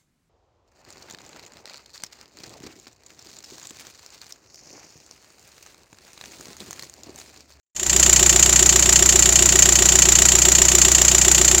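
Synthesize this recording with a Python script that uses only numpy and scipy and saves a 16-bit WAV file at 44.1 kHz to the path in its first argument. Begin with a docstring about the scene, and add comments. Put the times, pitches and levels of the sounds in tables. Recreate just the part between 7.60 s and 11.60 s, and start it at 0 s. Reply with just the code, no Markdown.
"""Hard diesel knock: a four-cylinder engine idles, heard from close above the open engine bay.
Each cylinder fires with its own knock, ringing through the block and steel parts near 7 kHz.
Gears and valves clatter in between; below lie piston shake, a thud per firing and the gulping intake.
The sound fades in and the loudest knocks overload the microphone."""
import sys
import numpy as np
from scipy import signal
from scipy.fft import rfft, irfft
from scipy.io import wavfile
from scipy.ndimage import uniform_filter1d

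SR = 44100
rng = np.random.default_rng(int(sys.argv[2]) if len(sys.argv) > 2 else 0)


def persist_wave(psi):
    """Save psi, clipped to +-1, as 16-bit WAV."""
    counts = np.round(np.clip(psi, -1, 1) * 32767).astype(np.int16)
    wavfile.write(sys.argv[1], SR, np.atleast_2d(counts).T)


N = 176400
TIME = np.arange(N) / SR
FIRING_S, FIRINGS_PER_CYCLE = .0331845, 4
SWELL_CENTRE_S = .05


def knocks(times):
    """The cylinders fire in turn, each heard over its own path."""
    # in firing order: level/dB, slap delay/s, steel slap over ignition/dB, steel decay/s, crack/dB
    cylinders = [(-18, 0.0018, 10, 0.0035, -21), (-18, 0.00282, 8.5, 0.0052, -17),
                 (-17, 0.00245, -1.5, 0.0042, -13), (-20, 0.0012, -0.5, 0.0071, -9.5)]
    # resonances and hollows per path: f/Hz, width/Hz, gain/dB
    paths = [[(1214, 50, 6), (1410, 44, -9), (2310, 46, 4.5), (2440, 54, -5.4), (2648, 74, -5),
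              (3090, 56, -1), (3466, 42, 7), (3940, 44, 5.5), (4177, 68, -6), (5420, 98, -9),
              (5792, 120, 9), (6740, 69, -4)], [(446, 56, -4), (1080, 150, 1), (1454, 91, 5), (1800, 86, -5.5), (2043, 36, 7),
                              (2100, 41, -11), (2330, 110, 5), (2660, 57, -6.1), (3143, 320, -6),
                              (3860, 45, 6), (4000, 46, -5), (5900, 50, 8)], [(610, 28, 6.5), (746, 50, -10.5), (1030, 39, -9),
                                              (2170, 43, -9), (2320, 65, 7), (2760, 140, 1), (3107, 54, 7),
                                              (3860, 91, -6.9), (4293, 52, 10), (4650, 47, 9.5),
                                              (5357, 58, 8), (6354, 270, 7)], [(432, 23, 5), (1270, 41, -3.6),
                                                              (1500, 74, 3.0), (1690, 46, -9),
                                                              (2440, 91, -7.2), (2710, 100, 6.5),
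                                                              (3540, 140, 5), (4620, 60, 6.5),
                                                              (5070, 50, -10), (5780, 120, -1),
                                                              (6300, 72, -18), (7240, 200, -2.5)]]
    return sum(cylinder_knocks(times[k::FIRINGS_PER_CYCLE], cylinders[k], paths[k])
               for k in range(FIRINGS_PER_CYCLE))


def cylinder_knocks(times, cylinder, path, jitter_s=.00012, uneven_db=.9, steel_above_hz=5740):
    """One cylinder: ignition crack, dry rattle of the block, longer ring of the steel parts."""
    # spectrum common to all knocks: f/Hz, level/dB
    knock_spectrum = [(450, -19.5), (600, -19), (900, -16.5), (1100, -19.5), (1600, -17), (1900, -8),
                      (2130, -18.5), (2350, -15), (3000, -11.5), (4000, -16), (5300, -13.5), (6000, -11.5),
                      (6400, -6), (7250, 4), (7550, 1.9), (7900, -13), (8500, -21), (9500, -25.5),
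                      (11500, -26), (14000, -24), (15600, -26)]
    level_db, slap_s, slap_db, decay_s, crack_db = cylinder
    chance = rng.standard_normal((len(times), 2))
    times = times + jitter_s * chance[:, 0]
    gains = from_db(uneven_db * chance[:, 1])
    block = knock_envelope(slap_s, slap_db=-1, decay_s=.0043, tail_db=-14)
    steel = knock_envelope(slap_s, slap_db, decay_s, tail_db=-4.5)
    hz = bins(block)
    path_db = sum(db * np.exp(-.5 * ((hz - f) / width) ** 2) for f, width, db in path)
    colour = from_db(at_hz(knock_spectrum, hz) + path_db)
    block_share = np.clip(1 / (1 + (hz / steel_above_hz) ** 20), .01, .99)
    ring = ringing(times, gains, block, colour * np.sqrt(block_share))
    ring += ringing(times, gains, steel, colour * np.sqrt(1 - block_share))
    return from_db(level_db) * rms_one(ring) + played(crack(), times, from_db(crack_db) * gains)


def knock_envelope(slap_s, slap_db, decay_s, tail_db, attack_s=.00053, tail_s=.012):
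    """Ignition, then the main slap, both dying fast over a longer tail; powers add."""
    def blow(start_s, fall_s):
        age = np.maximum(TIME[:4096] - start_s, 0)
        return (1 - np.exp(-age / attack_s)) * np.exp(-age / fall_s)
    ignition = blow(0, decay_s)
    slap = from_db(slap_db) * blow(slap_s, decay_s)
    tail = from_db(tail_db) * blow(0, tail_s)
    return np.sqrt(ignition ** 2 + slap ** 2 + tail ** 2)


def ringing(times, gains, envelope, colour, bass_lag_s=.002977, lag_corner_hz=1001):
    """Metal ring, part repeated, part new; the heavy casting answers later than the thin steel."""
    # part new at each firing, before the cap: f/Hz, level re whole/dB
    fresh_spectrum = [(500, -6), (2000, -11), (7000, -8.5), (9500, -8), (15000, 3)]
    hz = bins(envelope)
    fresh = np.clip(from_db(at_hz(fresh_spectrum, hz)), 0, .95)
    lag = np.exp(-2j * np.pi * bass_lag_s * lag_corner_hz * np.arctan(hz / lag_corner_hz))
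    same = coloured(rms_one(dense_ring(envelope)), colour * np.sqrt(1 - fresh ** 2))
    out = 0
    for start_s, gain in zip(times, gains):
        burst = rms_one(envelope * rng.standard_normal(len(envelope)))
        new = coloured(burst, colour * fresh)
        out = out + played(irfft(rfft(same + new) * lag), [start_s], [gain])
    return out


def dense_ring(envelope):
    """Overlapping modes as enveloped noise, evened out to a flat spectrum."""
    ring = envelope * rng.standard_normal(len(envelope))
    for _ in range(2):
        power = uniform_filter1d(np.abs(rfft(ring)) ** 2, size=15)
        ring = coloured(ring, power ** -.5)
    return ring


def crack(hz=3000, decay_s=.0005):
    """The ignition itself: a very short tone burst, peak 1."""
    t = TIME[:4096]
    burst = t * np.exp(-t / decay_s) * np.sin(2 * np.pi * hz * t)
    return burst / np.abs(burst).max()


def clunks(times):
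    """The casting answers each ignition with a dull double clunk."""
    # casting pulses: delay/s, f/Hz, level/dB, sigma/s
    pulses = [(.0055, 663, -29.5, 0.00084), (.0096, 630, -36, 0.0008)]
    return sum(from_db(db) * played(swell(hz, sigma_s), times + delay_s - SWELL_CENTRE_S)
               for delay_s, hz, db, sigma_s in pulses)


def clatter(cycles, contact_db=-24, grain_db=2, hiss_db=-25.5, low_cut_hz=58):
    """Fine contacts of gears and valves repeat every cycle, over a steady hiss."""
    # gears and valves: f/Hz, level/dB
    clatter_spectrum = [(30, -39), (100, -10.0), (200, -4), (280, -9.0), (400, -6.5), (520, -12.5),
                        (650, -6.5), (1000, -9.5), (1500, -12.5), (1900, -14.5), (2150, -11), (3000, -14.5),
                        (4200, -11), (5600, -11.5), (6400, -5.5), (7000, 0), (7450, 0.0), (7900, -12.5),
                        (9000, -17.5), (11000, -22.5), (15500, -33)]
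    size = int(FIRINGS_PER_CYCLE * FIRING_S * SR)
    grain = rms_one(uniform_filter1d(rng.standard_normal(size), size=40))
    one_cycle = rng.standard_normal(size) * from_db(-grain_db * grain)
    colour = from_db(at_hz(clatter_spectrum, bins(TIME)))
    contacts = from_db(contact_db) * rms_one(coloured(played(one_cycle, cycles), colour))
    hiss = from_db(hiss_db) * rms_one(coloured(rng.standard_normal(N), colour))
    return high_pass(contacts + hiss, low_cut_hz)


def rumble(crank, shake_db=-25.5, shake_lag_firings=.042, thud_lag_firings=.696):
    """The pistons shake the engine twice per firing; each firing adds a low thud."""
    # thud harmonics: f/firing rate, level/dB
    harmonics = [(3, -42), (4, -35.5), (5, -38.5), (6, -39), (7, -44)]
    shake = from_db(shake_db) * np.cos(4 * np.pi * (crank - shake_lag_firings))
    thud = sum(from_db(db) * np.cos(2 * np.pi * k * (crank - thud_lag_firings)) for k, db in harmonics)
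    onset_db = np.interp(TIME, [.27, .28], [-7, 0])   # thin bass at first
    return np.sqrt(2) * (shake + thud) * from_db(onset_db)


def intake(cycles, jitter_s=.00025, uneven_db=.8):
    """The intake duct hoots in short swells of suction, one per cycle much stronger than the rest."""
    # gulps per cycle: t after first cylinder/s, f/Hz, level/dB, sigma/s
    gulps = [(-.0013, 370, -17, .0065), (0.0227, 350, -23.5, 0.0063), (0.036, 342.5, -27, 0.013),
             (0.061, 318, -33.5, 0.0062), (.099, 348, -23.5, .006), (0.1265, 352, -32.5, 0.0056)]
    # cycles of weak suction: t/s, gain/dB
    weak_cycles = [(.49, -2.5), (.89, -3), (1.95, -0.5), (2.09, -0.5), (2.62, -3), (3.41, -4.5),
                   (3.55, -2.5)]
    weak_db = sum(db * (np.abs(cycles - at_s) < 2 * FIRING_S) for at_s, db in weak_cycles)
    out = np.zeros(N)
    for delay_s, hz, db, sigma_s in gulps:
        chance = rng.standard_normal((len(cycles), 2))
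        starts_s = cycles + delay_s - SWELL_CENTRE_S + jitter_s * chance[:, 0]
        gains = from_db(db + weak_db + uneven_db * chance[:, 1])
        out -= played(swell(hz, sigma_s), starts_s, gains)
    return out


def hum(crank):
    """Faint tones of the timing drive and accessories, geared to the crankshaft."""
    # drive tones: f/cycle rate, level/dB
    orders = [(44, -46.5), (56, -47), (76, -45), (85, -48), (92, -54), (104, -61), (120, -47)]
    cycle = crank / FIRINGS_PER_CYCLE
    tones = sum(from_db(db) * np.cos(2 * np.pi * (k * cycle + rng.random())) for k, db in orders)
    return np.sqrt(2) * tones


def top_hiss(level_db=-40, above_hz=9500):
    """Faint, steady high hiss above 9.5 kHz."""
    return from_db(level_db) * rms_one(high_pass(rng.standard_normal(N), above_hz))


def firings(knock_zero_s=.3618, hunt_s=.00062, hunt_period_s=2.9, most_late_at_s=2.22):
    """Number and time of each firing; the governor hunts slowly."""
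    number = np.arange(-12, 116)
    even_s = knock_zero_s + FIRING_S * number
    return number, even_s + hunt_s * np.cos(2 * np.pi * (even_s - most_late_at_s) / hunt_period_s)


def swell(hz, sigma_s):
    """Tone under a Gaussian envelope."""
    t = TIME[:SR // 10] - SWELL_CENTRE_S
    return np.exp(-.5 * (t / sigma_s) ** 2) * np.cos(2 * np.pi * hz * t)


def played(sound, times, gains=1.):
    """The same sound started at each of the times."""
    out = np.zeros(N + 2 * SR)
    for start_s, gain in zip(times, np.broadcast_to(gains, len(times))):
        start = int(round(start_s * SR)) + SR
        out[start:start + len(sound)] += gain * sound
    return out[SR:SR + N]


def coloured(x, gain):
    """Minimum-phase filter, one gain per bin."""
    cepstrum = irfft(np.log(gain + 1e-9), len(x))
    cepstrum[1:len(x) // 2] *= 2
    cepstrum[len(x) // 2 + 1:] = 0
    return irfft(rfft(x) * np.exp(rfft(cepstrum)), len(x))


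def at_hz(points, hz):
    """Level/dB of a spectrum table, interpolated over log frequency."""
    f, db = np.transpose(points)
    return np.interp(np.log(hz + 1e-9), np.log(f), db)


def high_pass(x, hz):
    return signal.sosfilt(signal.butter(2, hz, "high", fs=SR, output="sos"), x)


def bins(x):
    return np.fft.rfftfreq(len(x), 1 / SR)


def from_db(db):
    return 10 ** (np.asarray(db) / 20)


def rms_one(x):
    return x / np.sqrt(np.mean(x ** 2) + 1e-20)


def scene():
    """One crankshaft times the engine; mono."""
    number, times = firings()
    cycles = times[::FIRINGS_PER_CYCLE]
    crank = np.interp(TIME, times, number)   # position in firings
    knocking = knocks(times) + clunks(times)
    return (knocking + clatter(cycles) + intake(cycles) + rumble(crank) + hum(crank) + top_hiss())[None]


def record(dry):
    """Fade-in, flattened peaks, steep treble cut."""
    # fade-in: t/s, gain/dB
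    fade = [(.146, -83), (.15, -23), (.165, -18), (.23, -11.5), (.3, -6), (.36, -3.5), (.42, -1.5)]
    ceiling, cutoff_hz = 1.12, 15800
    x = dry * from_db(np.interp(TIME, *np.transpose(fade)))
    x = x / (1 + (x / ceiling) ** 6) ** (1 / 6)
    low_pass = signal.ellip(12, .1, 70, cutoff_hz, fs=SR, output="sos")
    return np.clip(signal.sosfilt(low_pass, x), -1, 1)


dry = scene()
out = record(dry)
persist_wave(out)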